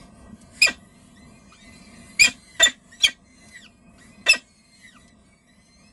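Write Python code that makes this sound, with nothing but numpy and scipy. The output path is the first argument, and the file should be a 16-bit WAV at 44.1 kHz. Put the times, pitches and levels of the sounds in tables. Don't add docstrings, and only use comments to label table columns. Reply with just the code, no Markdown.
import sys
import numpy as np
from scipy import signal
from scipy.fft import rfft, irfft
from scipy.io import wavfile
from scipy.ndimage import uniform_filter1d

SR = 44100
rng = np.random.default_rng(int(sys.argv[2]) if len(sys.argv) > 2 else 0)


def generate_wav(signal):
    frames = np.transpose(np.atleast_2d(signal))
    scaled = np.clip(frames, -1, 1) * 32767
    pcm = np.round(scaled).astype(np.int16)
    wavfile.write(sys.argv[1], SR, pcm)


def natural_amplitude(level_db):
    exponent = np.asarray(level_db, float) / 20
    return 10 ** exponent


N = 261072
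TIME = np.arange(N) / SR


def read(points, hz):
    curve_hz, db = np.transpose(points)
    return np.interp(np.log(hz), np.log(curve_hz), db)


def colour(x, points):
    hz = np.maximum(np.arange(len(x) // 2 + 1) * SR / len(x), 1)
    return irfft(rfft(x) * natural_amplitude(read(points, hz)), len(x))


def unit(x):
    return x / np.sqrt(np.mean(x ** 2))


def walk(rate, size=N):
    hold = max(int(SR / rate), 1)
    held = np.repeat(rng.standard_normal(size // hold + 1), hold)
    return uniform_filter1d(uniform_filter1d(held, hold), hold)[:size]


def step(x):
    return 1 / (1 + np.exp(-x))


def play(gesture, fade_s):
    s, *columns = np.transpose(gesture)
    span = slice(int(s[0] * SR), min(int(s[-1] * SR), N))
    t = TIME[span]
    fade = np.clip(np.minimum(t - s[0], s[-1] - t) / fade_s, 0, 1)
    return span, fade, [np.interp(t, s, column) for column in columns]


# (frequency [Hz], level [dB per Hz])
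BREATH_COLOUR = [(300, -14.5), (1500, -15), (3400, 2.5), (5200, -6.5), (6000, -13), (7400, -5.5),
                 (8900, -16), (10000, -6.5), (11500, -19.5)]


def membrane_tone(gestures, wobble, flutter_db, flutter_rate, rasp, fall_db, fade_s, breath_db):
    out, air = np.zeros(N), np.zeros(N)
    for gesture in gestures:
        span, fade, (hz, *db) = play(gesture, fade_s)
        size = len(hz)
        phase = 2 * np.pi * np.cumsum(hz * (1 + wobble * walk(flutter_rate, size))) / SR
        air[span] += fade * natural_amplitude(np.max(db, axis=0))
        db += [db[1] - fall_db, db[2] - fall_db]
        for k, partial_db in enumerate(db, 1):
            shaky = natural_amplitude(partial_db + flutter_db * walk(flutter_rate, size))
            halo = rasp * walk(700, size)
            partial = np.sin(k * phase) + halo * np.cos(k * phase)
            out[span] += fade * (k * hz < 11000) * np.sqrt(2) * shaky * partial
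    return out + natural_amplitude(breath_db) * air * unit(colour(rng.standard_normal(N), BREATH_COLOUR))


# (frequency [Hz], level under the first partial [dB])
THROAT_OVERTONES = [(4500, -5), (5200, -3), (6400, -9.5), (7200, -5), (7800, -10), (9500, -11),
                    (10700, -29)]


def whistle_gestures(rows, arched, scoop, bright_db, late_db):
    attack_s, tail_s, overtones_open_s = 0.0078, 0.018, 0.033
    arch, tail_sag = 0.059 * arched, 0.04
    for s, hold_s, first_hz, last_hz, db in rows:
        t = np.arange(0, hold_s + tail_s, .001)
        held, tail = np.minimum(t / hold_s, 1), np.maximum(t - hold_s, 0)
        early = np.maximum(1 - t / attack_s, 0)
        bend = 1 + arch * np.sin(np.pi * held ** 1.6) ** 2 - scoop * early - tail_sag * tail / tail_s
        hz = (first_hz + (last_hz - first_hz) * held) * bend
        level = db + 3 * arched * (np.sin(np.pi * held) - 1) - 31 * early - 1000 * tail
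        level = level - 6.5 * arched * step((held - .7) / 0.1) * (1 + np.cos(2 * np.pi * 150 * t))
        late = late_db * np.maximum(1 - t / overtones_open_s, 0)
        overtones = [level + bright_db + (k - 1) * late + read(THROAT_OVERTONES, k * hz) for k in (2, 3)]
        yield np.transpose([s + t, hz, level, *overtones])


# (start [s], hold [s], first pitch [Hz], last pitch [Hz], level [dB])
ARCHED = [
    (.612, .04, 2439, 2430, -9.5),
    (2.19, .062, 2274, 2446, -11),
]
# (start [s], hold [s], first pitch [Hz], last pitch [Hz], level [dB])
PRESSED = [
    (2.62, 0.021, 3640, 3568, -9),
    (3.03, 0.018, 3654, 3195, -10.5),
    (3.038, 0.016, 2650, 2306, -15),
    (4.287, 0.031, 2630, 2614, -13),
]
# (start [s], hold [s], first pitch [Hz], last pitch [Hz], level [dB])
SECOND_MEMBRANE = [
    (2.234, .026, 3282, 3233, -20.5),
    (3.0, 0.025, 3580, 4170, -36.5),
    (3.018, .02, 5684, 5740, -30.5),
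    (4.279, .011, 3743, 3530, -17.5),
    (4.285, .012, 5725, 5850, -24),
]


def parent_whistles():
    calls = [*whistle_gestures(ARCHED, 1, 0.09, 0.5, -7), *whistle_gestures(PRESSED, 0, 0.049, 3.5, -14.5)]
    sides = list(whistle_gestures(SECOND_MEMBRANE, 0, 0, -11, -4))
    clear = membrane_tone(calls, wobble=0.0062, flutter_db=2.5, flutter_rate=200, rasp=.1,
                          fall_db=12, fade_s=0.00067, breath_db=-16.5)
    return clear + membrane_tone(sides, wobble=0.011, flutter_db=2.5, flutter_rate=200, rasp=.4,
                                 fall_db=12, fade_s=0.00083, breath_db=-12)


# (start [s], length [s], level [dB], tilt [dB per octave], throat ring [dB])
TIGHTENING = [
    (2.595, 0.032, -20.5, -1, 14),
    (2.997, 0.02, -34, 11, 3),
    (4.26, 0.029, -25, -1.5, 14),
]
# (start [s], length [s], level [dB], tilt [dB per octave], throat ring [dB])
SLACKENING = [
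    (0.662, .056, -24, -2, -1),
    (2.234, 0.059, -19, 6, 2.5),
    (2.65, 0.043, -24, -0.5, 11.5),
    (3.063, .036, -28.5, 2, 9.5),
    (4.328, .045, -27.5, -1.5, -0.5),
]


def croak_gestures():
    loose_hz, tight_hz, slack_hz = 343.8, 666, 224.3
    for s, length_s, db, tilt_db, ring_db in TIGHTENING:
        t = np.arange(0, length_s + 0.012, .001)
        tight = step((t - .018) / .003)
        hz = loose_hz * (tight_hz / loose_hz) ** tight
        level = db - 14 * np.maximum(1 - t / 0.0061, 0) - 3 * tight - 5000 * np.maximum(t - length_s, 0)
        tilt = tilt_db - 8 * (t / length_s) ** 3
        ring = ring_db - 12 * step((t - length_s + .01) / 0.0014)
        yield np.transpose([s + t, hz, level, tilt, ring])
    for s, length_s, db, tilt_db, ring_db in SLACKENING:
        t = np.arange(0, length_s, .001)
        slack = step((t / length_s - 0.5) / .12)
        hz = tight_hz * (slack_hz / tight_hz) ** slack
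        level = db - 12 * np.maximum(1 - t / 0.0071, 0) - 12 * slack ** 2
        ring = ring_db + 5 * np.sin(np.pi * slack)
        yield np.transpose([s + t, hz, level, tilt_db - 16 * slack ** 4, ring])


def parent_croaks():
    jitter, throat_hz, throat_width_hz = .06, 1935, 260
    out, k = np.zeros(N), np.arange(1, 41)[:, None]
    smear = rng.standard_normal(k.shape)
    for gesture in croak_gestures():
        span, fade, (hz, db, tilt_db, ring_db) = play(gesture, 0.001)
        cycles = np.cumsum(hz * (1 + jitter * walk(300, len(hz)))) / SR
        ring = np.exp(-((k * hz - throat_hz) / throat_width_hz) ** 2)
        gains = natural_amplitude(tilt_db * np.log2(k)) * (k * hz < 11000)
        slaps = np.sum(gains * natural_amplitude(ring_db * ring) * np.cos(2 * np.pi * k * cycles + smear), axis=0)
        slaps = slaps / np.sqrt(np.sum(gains ** 2, axis=0) / 2)
        puff = np.exp(-(cycles % 1) / 0.38) * rng.standard_normal(len(hz))
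        out[span] += fade * natural_amplitude(db) * (slaps + puff)
    return colour(out, [(100, -5.0), (250, -13.0), (2000, -9), (3600, 0.0), (5000, -9.5),
                        (8000, -9.0), (11000, -23.5)])


# (frequency [Hz], width [Hz], level [dB])
BOX_MODES = [(260, 21, -10), (704.6, 29, -5), (1020, 10, -14), (1255, 66, -9), (1580, 32, 1), (1930, 28, 4),
             (2370, 32, -4), (2678, 57, -2.5), (3270, 50, -16.5), (3240, 84, -16), (3598, 120, -24),
             (3554, 280, -19), (4400, 52, -40.5), (5000, 35, -29.5)]


def box(x, modes_db, walls_db, t60=0.047):
    t = TIME[:SR // 3]
    modes = 0
    for hz, width_hz, db in BOX_MODES:
        decay = np.exp(-np.pi * width_hz * t)
        modes = modes + natural_amplitude(db) * 2 * np.pi * width_hz / SR * decay * np.sin(2 * np.pi * hz * t)
    walls = rng.standard_normal(len(t)) * natural_amplitude(-60 * t / t60) * (t > .002)
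    response = natural_amplitude(modes_db) * modes + natural_amplitude(walls_db) * walls / np.sqrt(np.sum(walls ** 2))
    return x + signal.fftconvolve(x, response)[:N]


def even_tail(x):
    scatter = rng.standard_normal(SR // 5) * (TIME[:SR // 5] < .07)
    return x + natural_amplitude(-24) * signal.fftconvolve(x, scatter / np.sqrt(np.sum(scatter ** 2)))[:N]


# (frequency [Hz], level [dB])
MICROPHONE_DIPS = [(5300, -0.63), (6000, -2), (6700, 1.75), (8200, -3.7), (8800, -6), (9400, -1.75)]


def parent():
    whistles = box(parent_whistles(), -5.5, -9.0, 0.068)
    croaks = box(parent_croaks(), 20.1, -2.7, 0.21) * natural_amplitude(2.0)
    return colour(even_tail(whistles + croaks), MICROPHONE_DIPS)


# (start [s], end [s], first pitch [Hz], held pitch [Hz], level [dB])
RISING = [
    (1.155, 1.56, 1668, 2090, -66.5),
    (1.52, 1.66, 1135, 1830, -64.5),
    (1.72, 2.18, 2570, 2376, -70),
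    (2.915, 3.0, 1718, 2018, -63),
    (3.98, 4.255, 1221, 2045, -68),
    (5.47, 5.63, 1813, 2003, -74),
]
# (start [s], end [s], held pitch [Hz], last pitch [Hz], level [dB])
FALLING = [
    (1.9, 2.175, 1870, 1570, -68),
    (2.34, 2.595, 2079, 1820, -58.5),
    (3.238, 3.674, 2082, 1160, -57.5),
    (4.414, 4.981, 2177, 1166, -60),
    (4.739, 4.943, 1930, 1216, -67),
]
# (start [s], end [s], first pitch [Hz], last pitch [Hz], level [dB])
DRIFTING = [(0.796, 0.947, 1963, 1973, -73.5), (.9, 1.063, 2054, 2187, -70.5),
            (1.252, 1.524, 2325, 2496, -70), (1.493, 1.717, 2480, 2245, -63.5),
            (1.595, 2.186, 2022, 2096, -64.5), (2.8, 2.92, 1658, 1728, -74),
            (3.102, 3.22, 2350, 2060, -73.5), (3.495, 4.008, 2314, 2586, -76),
            (3.66, 3.865, 2130, 2180, -78.5), (1.65, 1.947, 1790, 1760, -80), (1.6, 1.907, 2720, 2680, -73),
            (4.031, 4.249, 2400, 2540, -73), (4.456, 4.82, 2400, 2623, -78), (4.92, 5.146, 1955, 1949, -69),
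            (5.223, 5.462, 2225, 2300, -75), (5.602, 5.925, 2075, 2107, -63.5),
            (5.766, 5.93, 2286, 2680, -69)]
# (frequency [Hz], level [dB])
CHICK_THROAT_CURVE = [(1200, 2.5), (1750, -11.5), (1970, 7.5), (2120, -5.5), (2500, 2.5), (3300, -4),
                      (4200, -4.5), (6300, -7.5)]
CHICK_PARTIALS_DB = (-1.8, -1.4, -4.5)


def whine_gestures():
    for rows in (RISING, FALLING, DRIFTING):
        for s, end_s, first_hz, last_hz, db in rows:
            t = np.arange(s, end_s, .004)
            share, sag_hz = (t - s) / (end_s - s), 0
            if rows is RISING:
                move = 1 - np.exp((s - t) / .024)
                effort_db = 8.5 * np.exp((s - t) / .05)
            elif rows is FALLING:
                move = np.exp((share - 1) / 0.1)
                effort_db = -11.5 * (1 - share) ** 2 - 4.5 * move
                sag_hz = -200 * (t - s) * share
            else:
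                move = share
                effort_db = -10 * np.maximum(1 - np.minimum(t - s, end_s - t) / .04, 0)
            hz = first_hz + (last_hz - first_hz) * move + sag_hz
            hz = hz * (1 + .012 * walk(SR / 12, len(t)))
            partials = []
            for k, partial_db in enumerate(CHICK_PARTIALS_DB, 1):
                waver_db = 2.5 * walk(SR / 15, len(t))
                partials.append(db + effort_db + partial_db + waver_db + read(CHICK_THROAT_CURVE, k * hz))
            yield np.transpose([t, hz, *partials])


def chicks():
    whines = membrane_tone(list(whine_gestures()), wobble=.01, flutter_db=5.0, flutter_rate=60, rasp=.5,
                           fall_db=6, fade_s=0.0045, breath_db=-12)
    return box(whines, -2.8, -6, 0.155) * natural_amplitude(4.0)


# (middle [s], half length [s], level [dB])
SHAKES = [(0.014, 0.059, -64.5), (0.207, 0.077, -69), (0.412, 0.089, -66.5), (0.598, 0.064, -54.5),
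          (0.844, 0.26, -76), (1.062, 0.11, -66), (1.34, 0.11, -76), (1.99, 0.46, -61),
          (2.563, 0.14, -66.5), (2.924, 0.094, -64.5), (3.462, 0.17, -64.5), (3.763, 0.18, -91),
          (4.045, 0.08, -63), (4.56, 0.37, -72.5), (4.82, .07, -66.5), (5.02, 0.045, -69.5),
          (5.25, 0.089, -75.5), (5.701, 0.27, -76)]
# (frequency [Hz], level [dB per Hz])
FEATHER_COLOUR = [(1000, -17.5), (2000, -3), (3200, -9), (5000, -8), (6000, -12), (7500, -4.5), (8900, -9),
                  (10200, -4), (10900, -11), (11700, -12.5), (12500, -49.5)]


def feathers():
    shaken = natural_amplitude(-77)
    for middle_s, half_s, db in SHAKES:
        shaken = shaken + natural_amplitude(db) * np.exp(-((TIME - middle_s) / half_s) ** 2)
    rustle = 0
    for hz in 1100 * 2 ** np.arange(0, 3.5, .25):
        band = [(hz / 1.2, -60), (hz / 1.09, 0), (hz * 1.09, 0), (hz * 1.2, -60)]
        flicker = natural_amplitude(4 * walk(8) + 1.5 * walk(40))
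        rustle = rustle + colour(rng.standard_normal(N), band) * flicker
    return unit(colour(rustle, FEATHER_COLOUR)) * natural_amplitude(7.5) * shaken


# (time [s], peak level [dB], centre frequency [Hz])
GRAVEL = [
    (0.298, -37, 217),
    (.329, -32, 211),
    (0.414, -35.5, 8050),
    (2.096, -52, 2360),
    (3.486, -38.5, 5230),
    (3.996, -58, 2990),
    (5.079, -42, 4410),
    (5.189, -63, 4060),
]


def gravel():
    out, t = np.zeros(N), TIME[:800]
    for s, db, hz in GRAVEL:
        if hz < 500:
            grain = np.sin(2 * np.pi * hz * t)
        else:
            tick_colour = [(hz / 4, -20), (hz, 0), (10500, -6), (11500, -40)]
            grain = colour(rng.standard_normal(len(t)), tick_colour)
        out[int(s * SR):][:len(t)] += natural_amplitude(db) * np.exp(-t / 0.0087) * grain
    return box(out, 0, -15)


# (time [s], level [dB])
TRAFFIC_LEVEL = [(0.08, -46.5), (0.5, -47.5), (0.86, -50.5), (1.3, -49), (1.6, -50), (2.1, -47),
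                 (2.46, -53), (2.88, -55), (3.3, -56.5), (3.8, -54), (4.1, -52.5), (4.55, -60.5),
                 (5.0, -53), (5.4, -57.5), (5.85, -55)]
# (frequency [Hz], level [dB per Hz])
TRAFFIC_COLOUR = [(15, -36.5), (25, -8.5), (64, -2), (128, -9.5), (205, -1), (446, -19), (671, -16),
                  (806, -22.5), (1120, -18.5), (1430, -30), (1860, -33), (3300, -30), (4290, -62.5),
                  (7260, -120)]


def traffic():
    drone = colour(rng.standard_normal(N), TRAFFIC_COLOUR) * natural_amplitude(2.5 * walk(14))
    return unit(box(drone, 16, -14.5)) * natural_amplitude(np.interp(TIME, *np.transpose(TRAFFIC_LEVEL)))


def line_whine():
    return natural_amplitude(-73 + 2.2 * walk(36)) * np.sin(2 * np.pi * 8030 * TIME)


def scene():
    return (parent() + chicks() + feathers() + gravel() + traffic() + line_whine())[None]


def input_stage(x):
    railed = x / (1 + np.abs(x / .56) ** 6) ** (1 / 6)
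    thump = signal.sosfilt(signal.butter(2, 170, fs=SR, output="sos"), np.abs(x - railed))
    return signal.sosfilt(signal.butter(1, 18, "high", fs=SR, output="sos"), railed - .8 * thump)


def thin_stream(x):
    masked_db, quiet_db, loud_db, depth_db = -1, -100, -80, -12
    hz, _, cells = signal.stft(x, SR, nperseg=2048)
    power = uniform_filter1d(np.abs(cells) ** 2, size=3, axis=-1) + 1e-16
    typical = np.exp(uniform_filter1d(np.log(power), size=40, axis=-2))
    limit = np.minimum(natural_amplitude(2 * masked_db) * typical + natural_amplitude(2 * quiet_db), natural_amplitude(2 * loud_db))
    keep = np.maximum(power ** 2 / (power ** 2 + limit ** 2), natural_amplitude(depth_db))
    keep[..., hz < 1300, :] = 1
    return signal.istft(cells * keep, SR, nperseg=2048)[1][..., :N]


def band_limit(x):
    return signal.sosfilt(signal.butter(12, 15730, fs=SR, output="sos"), x)


def record(dry):
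    mix = thin_stream(input_stage(dry))
    return band_limit(mix)


dry = scene()
out = record(dry)
generate_wav(out)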